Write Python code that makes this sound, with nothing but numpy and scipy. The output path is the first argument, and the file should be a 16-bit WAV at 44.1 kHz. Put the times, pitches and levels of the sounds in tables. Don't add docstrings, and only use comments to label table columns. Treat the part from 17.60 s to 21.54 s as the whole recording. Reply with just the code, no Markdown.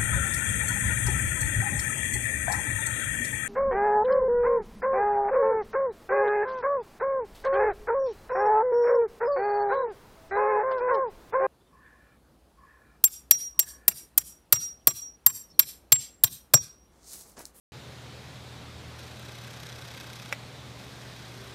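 import sys
import numpy as np
from scipy import signal
from scipy.io import wavfile
from scipy.ndimage import uniform_filter1d

SR = 44100
rng = np.random.default_rng(int(sys.argv[2]) if len(sys.argv) > 2 else 0)


def volts(x):
    e = np.asarray(x, float) / 20
    return 10 ** e


def log_audio(samples):
    frames = np.atleast_2d(samples).T
    limited = np.clip(frames, -1, 1)
    pcm = np.round(limited * 32767).astype(np.int16)
    wavfile.write(sys.argv[1], SR, pcm)


N = 173754

START_S = .1202
# (frequency [Hz], level [dB per Hz])
LOW_AIR = [(25, -48), (55, -13), (75, -5.5), (95, -12), (125, -3),
           (150, -7.5), (200, -5), (260, -10), (320, -11), (500, -11), (750, -14.5), (1200, -22)]
HISS = [(1000, -1), (2400, -2.5), (2800, -4.5), (3750, -1.5), (4800, -6.5), (7500, -13.5), (12100, -22),
        (15200, -24)]
RUMBLE_SPECTRUM = [(10, -60)] + LOW_AIR + [(2500, -38), (9000, -62)]
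HISS_SPECTRUM = [(300, -29.5)] + HISS
RUMBLE_DB, HISS_DB, SWELL_DB = -50.5, -50, .3

# (frequency [Hz], level [dB rms])
HUM = [(59.3, -78), (119.9, -49.5), (158.5, -63.5), (765.4, -68.5), (857.5, -70.5)]
COMPRESSOR_DB = [-64.5, -59.5, -72, -65.5, -74, -69, -69.5, -67.5, -68.5, -73.5]
COMPRESSOR_HZ = 69.12
# (time [s], level [dB rms])
FAN = [(0, -56), (.55, -53), (.85, -59), (1.15, -53), (1.4, -59), (2.2, -63), (2.8, -66), (3.02, -57),
       (3.2, -64), (3.94, -66)]
FAN_HZ = 80.5

# (time [s], level [dB])
DRIVE = [(1.37, -70), (1.39, 2), (1.6, -10), (1.85, -5.5), (2.1, -6.5), (2.4, -5), (2.66, -5), (2.71, -1),
         (2.725, 10), (2.74, -70), (3.165, -70), (3.19, -5.5), (3.5, -3), (3.62, -6), (3.94, -4)]
WHIR_DB, WHIR_FOLLOW = -55, .7

# (time [s], peak level [dB])
LONE_TICKS = [(1.3856, -46), (1.3934, -48), (1.4284, -48), (1.4691, -43), (1.51, -46), (1.5138, -47),
              (1.5355, -52), (2.0535, -46), (2.0685, -45), (2.1437, -49), (2.7965, -54), (2.877, -56),
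              (3.1903, -50), (3.1976, -46), (3.2374, -47), (3.3188, -50), (3.3978, -53), (3.4097, -47),
              (3.4355, -49), (3.5004, -50), (3.5553, -49), (3.59, -53), (3.6504, -47), (3.6537, -49),
              (3.6815, -50), (3.6854, -48), (3.776, -47), (3.7818, -50), (3.8675, -52), (3.872, -51),
              (3.8766, -48)]
LONE_DB = 5
SLOW_STROKES = [
    1.3856,
    1.4284,
    1.4691,
    1.51,
    3.1903,
    3.2374,
    3.4097,
]
SLOW_STROKE_DB, GATE_S = -7, .012
# (time [s], grip [dB], pull [dB], return [dB], gate plate ringing [dB])
STROKES = [(1.5593, 0, -10, -10, -8), (1.5904, -2, 5, -10, 4), (1.6213, -10, -3, -10, -8),
           (1.6521, 4, 4, -5, -8), (1.683, 1, 2, 2, 7), (1.7149, -2, 4, -10, 0), (1.7459, -1, 4, -8, 1),
           (1.7762, -6, -1, 1, 3), (1.8097, -10, -7, -5, -3), (1.839, 2, 6, -1, 6), (1.8698, 2, 1, -10, 3),
           (1.9023, -1, 3, 4, 9), (1.9328, 4, 4, 0, -8), (1.9636, 0, 1, -10, 5), (1.9962, 1, 6, -6, 0),
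           (2.0272, 2, 5, 2, 7), (2.0586, -3, 0, 4, 7), (2.09, 5, 6, 0, 0), (2.1206, 4, 7, -1, -8),
           (2.152, -3, 4, 4, 1), (2.1831, 0, 5, 0, 5), (2.2139, 3, 1, 1, 2), (2.2451, -1, 6, -7, 4),
           (2.2763, 3, 1, 4, 8), (2.3071, 1, 4, -10, 1), (2.339, 4, 2, 6, 8), (2.3697, 5, 4, 2, 9),
           (2.4008, 9, 2, 3, -6), (2.4323, 2, 1, 4, 11), (2.4632, 0, 5, 3, -5), (2.495, -1, 3, 2, 3),
           (2.5268, 0, 7, 4, -1), (2.5573, 7, 4, -4, -1), (2.5883, 1, 0, 3, 10), (2.6202, 0, 3, 4, 2),
           (2.6508, 1, 1, 4, 7), (2.6825, 1, -4, -5, -8)]
# (first stroke [s], last stroke [s], rate [strokes per s], level [dB])
SECOND_RUN = (3.5565, 3.94, 32.04, -9)
# (delay [s], brightness [dB per octave])
STROKE_PARTS = [
    (-.0001, 1.5),
    (.006, 1),
    (.0099, -1.5),
]
TICK_DB, JITTER_S, SPREAD_DB = -39.5, .00025, 3
# (frequency [Hz], level [dB])
SNAP = [(800, -5), (2000, 0), (4500, 1), (7000, -3), (11000, -8.5), (13300, -15.5), (14300, -22),
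        (15300, -24)]
SNAP_DB, SNAP_T60 = -8, .006
# (frequency [Hz], level [dB], t60 [s])
BODY = [(2166, -3, .014), (2568, -5, 0.029), (3385, 0, 0.014), (3910, 2.5, 0.0092), (4440, -9, 0.0056),
        (5000, -3.5, 0.0086), (5505, -3, 0.0088), (6020, -3, 0.0093), (8350, -15.5, 0.0089),
        (9140, -15, 0.009), (11800, -14, 0.013), (12600, -12.5, 0.0091), (12800, -11, 0.011),
        (13800, -21, .01)]
MIX_DB, DETUNE = 4, .006
PLATE_HZ, PLATE_DB, PLATE_T60 = 1592, -54, 0.034

# (time [s], modes level [dB], crack level [dB])
LATCH = [
    (2.7213, -39, -42),
    (2.7255, -13, -29),
    (2.7293, -30, -36),
    (2.7385, -35, -52),
    (2.748, -43, -52),
]
# (frequency [Hz], level [dB], t60 [s])
LATCH_MODES = [(575, -14, 0.05), (870, -15, 0.03), (1150, -12, 0.016), (1400, -9, .016), (1620, -10, .016),
               (1990, -3, 0.026), (2270, -2.5, 0.027), (2570, -12, 0.03), (3380, -20, 0.014),
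               (5254, -26, .025), (5642, -14, 0.03), (6400, -25, 0.02), (7300, -25, .012)]
LATCH_RISE_S, LATCH_SHARE = .0009, .55
# (frequency [Hz], level [dB])
CRACK = [(300, -21), (1000, 0), (4500, -4.5), (7000, 1), (9500, -6), (11500, -9), (13000, -13),
         (15500, -16)]
CRACK_T60 = 0.011
# (frequency [Hz], level [dB])
TAIL = [(200, -59), (500, -32), (2200, -1), (6000, -21), (10000, -22.5)]
TAIL_DB, TAIL_T60 = -23, .08

# (time [s], level [dB rms])
ENGINE = [(0, -90), (3.6, -89), (3.75, -60), (3.94, -54.5)]
ENGINE_HZ = 384
EDGE_HZ, EDGE_DB = 15250, -38


def evened(x):
    return x / np.sqrt(np.mean(x ** 2) + 1e-20)


def curve(points):
    s, value = np.transpose(points)
    return np.interp(np.arange(N) / SR, s, value)


def read(points, hz):
    f, value = np.transpose(points)
    return np.interp(np.log(hz + 1), np.log(f + 1), value)


def coloured(x, points):
    log_gain = np.log(volts(read(points, abs(np.fft.fftfreq(2048, 1 / SR)))))
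    taps = np.fft.ifft(np.exp(np.conj(signal.hilbert(log_gain)))).real[:1024]
    return signal.oaconvolve(x, taps / np.linalg.norm(taps))[:len(x)]


def slow(hz):
    t = np.arange(0, N + 256, 256) / SR
    rates = hz * np.geomspace(.05, 1, 20)
    waves = sum(np.sin(2 * np.pi * (f * t + rng.random())) / np.sqrt(f) for f in rates)
    return np.interp(np.arange(N) / SR, t, evened(waves))


def ring(hz, t60, size=3000):
    t = np.arange(size) / SR
    return volts(-60 * t / t60) * np.sin(2 * np.pi * hz * t)


def wash(points, db, patchy_db):
    a, b, patches = rng.standard_normal((N // 512 + 6, 1025, 3)).T
    patches = uniform_filter1d(patches, size=20, axis=0)
    patches = evened(uniform_filter1d(patches, size=6, axis=1))
    shape_db = read(points, np.fft.rfftfreq(2048, 1 / SR))[:, None]
    z = (a + 1j * b) * volts(shape_db + patchy_db * patches)
    noise = signal.istft(z, nperseg=2048, noverlap=1536)[1][:N]
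    return evened(noise) * volts(db + SWELL_DB * slow(2.84))


def tone(hz, db, level_drift_db=2.5, phase_drift=.4):
    t = np.arange(N) / SR
    level = np.sqrt(2) * volts(db + level_drift_db * slow(5))
    return level * np.sin(2 * np.pi * (hz * t + rng.random()) + phase_drift * slow(4.01))


def garden():
    return wash(RUMBLE_SPECTRUM, RUMBLE_DB, 0.74) + wash(HISS_SPECTRUM, HISS_DB, 0.96)


def mains_hum():
    steady = sum(tone(hz, db, .8, .1) for hz, db in HUM[:2])
    return steady + sum(tone(hz, db) for hz, db in HUM[2:])


def compressor():
    return sum(tone((k + 1) * COMPRESSOR_HZ, db) for k, db in enumerate(COMPRESSOR_DB))


def far_fan():
    return tone(FAN_HZ, curve(FAN))


def gear_whir(window):
    clicks = volts(1.5 * np.minimum(rng.exponential(1, N), 4)) * rng.standard_normal(N)
    rattle = clicks * (rng.random(N) < 5000 / SR)
    return evened(rattle) * volts(WHIR_DB + WHIR_FOLLOW * curve(DRIVE)) * (.5 + window)


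def claw():
    first, last, rate, db = SECOND_RUN
    later = np.arange(first, last - .012, 1 / rate)
    later_db = db + SPREAD_DB * rng.standard_normal((len(later), 4))
    strokes = np.r_[STROKES, np.c_[later, later_db]]
    delay, tilt = np.transpose(STROKE_PARTS)
    jitter = JITTER_S * rng.standard_normal((len(strokes), 3))
    at = ((strokes[:, :1] + delay + jitter) * SR).astype(int)
    plate = np.zeros(N)
    plate[at[:, -1]] = volts(PLATE_DB + strokes[:, -1])
    marks = np.zeros(N)
    marks[(np.r_[strokes[:, 0], SLOW_STROKES] * SR).astype(int)] = volts(SLOW_STROKE_DB)
    marks[at[:len(STROKES), 0]] = 1 - volts(SLOW_STROKE_DB)
    t = np.arange(2000) / SR
    gate = np.clip(np.minimum(t, GATE_S + .004 - t) / .003, 0, 1)
    window = signal.oaconvolve(marks, gate)[:N]
    lone_s, lone_db = np.transpose(LONE_TICKS)
    ticks = np.r_[at.ravel(), (lone_s * SR).astype(int)]
    size = np.r_[volts(TICK_DB + strokes[:, 1:-1]).ravel(), volts(lone_db + LONE_DB)]
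    tilts = np.r_[np.tile(tilt, len(strokes)), 0.0 * lone_s]
    return ticks, size, tilts, window, plate


def camera():
    at, size, tilts, window, plate = claw()
    gears = gear_whir(window)
    shape = (len(at), len(BODY))
    mix = volts(MIX_DB * rng.standard_normal(shape)) * rng.choice([-1., 1.], shape)
    train = np.zeros(N)
    np.add.at(train, at, size)
    burst = signal.oaconvolve(train, volts(-60 * np.arange(600) / SR / SNAP_T60))[:N]
    out = coloured(volts(SNAP_DB) * burst * rng.standard_normal(N) + gears, SNAP)
    out += signal.oaconvolve(plate + volts(-19) * gears, ring(PLATE_HZ, PLATE_T60))[:N]
    for k, (hz, db, t60) in enumerate(BODY):
        blows = volts(-13.5 + tilts * np.log2(hz / 5000)) * size * mix[:, k]
        for side in (-1, 1):
            train = volts(-25.5) * gears
            np.add.at(train, at, blows * (np.sign(mix[:, k - 1]) == side))
            mode = ring(hz * (1 + side * DETUNE * hz / 13000), t60, size=2000)
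            out += volts(db) * signal.oaconvolve(train, mode)[:N]
    return out


def latch():
    t, out = np.arange(3000) / SR, np.zeros(N)
    for s, db, crack_db in LATCH:
        modes = sum(volts(level - 60 * t / t60) * np.sin(2 * np.pi * hz * (t - LATCH_RISE_S))
                    for hz, level, t60 in LATCH_MODES)
        modes = modes * np.minimum(t / LATCH_RISE_S, 1) ** 2
        crack = coloured(rng.standard_normal(len(t)), CRACK) * volts(crack_db - 60 * t / CRACK_T60)
        crack = crack * np.minimum(t / 0.00035, 1)
        tail = coloured(rng.standard_normal(len(t)), TAIL) * volts(TAIL_DB - 60 * t / TAIL_T60)
        out[round(s * SR):][:len(t)] += volts(db) * (LATCH_SHARE * modes + tail) + crack
    return out


def far_engine():
    return tone(ENGINE_HZ, curve(ENGINE))


def scene():
    air = garden() + mains_hum() + compressor() + far_fan()
    return np.tile(air + camera() + latch() + far_engine(), (2, 1))


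def top_cut(x):
    return signal.sosfilt(signal.butter(12, 15800, fs=SR, output="sos"), x)


def record(dry):
    taps = signal.firwin(801, EDGE_HZ, window=("kaiser", 6), fs=SR)
    low = signal.oaconvolve(dry, taps[None], "same")
    shelved = low + volts(EDGE_DB) * (dry - low)
    mix = shelved * (np.arange(N) >= START_S * SR)
    return top_cut(mix)


dry = scene()
out = record(dry)
log_audio(out)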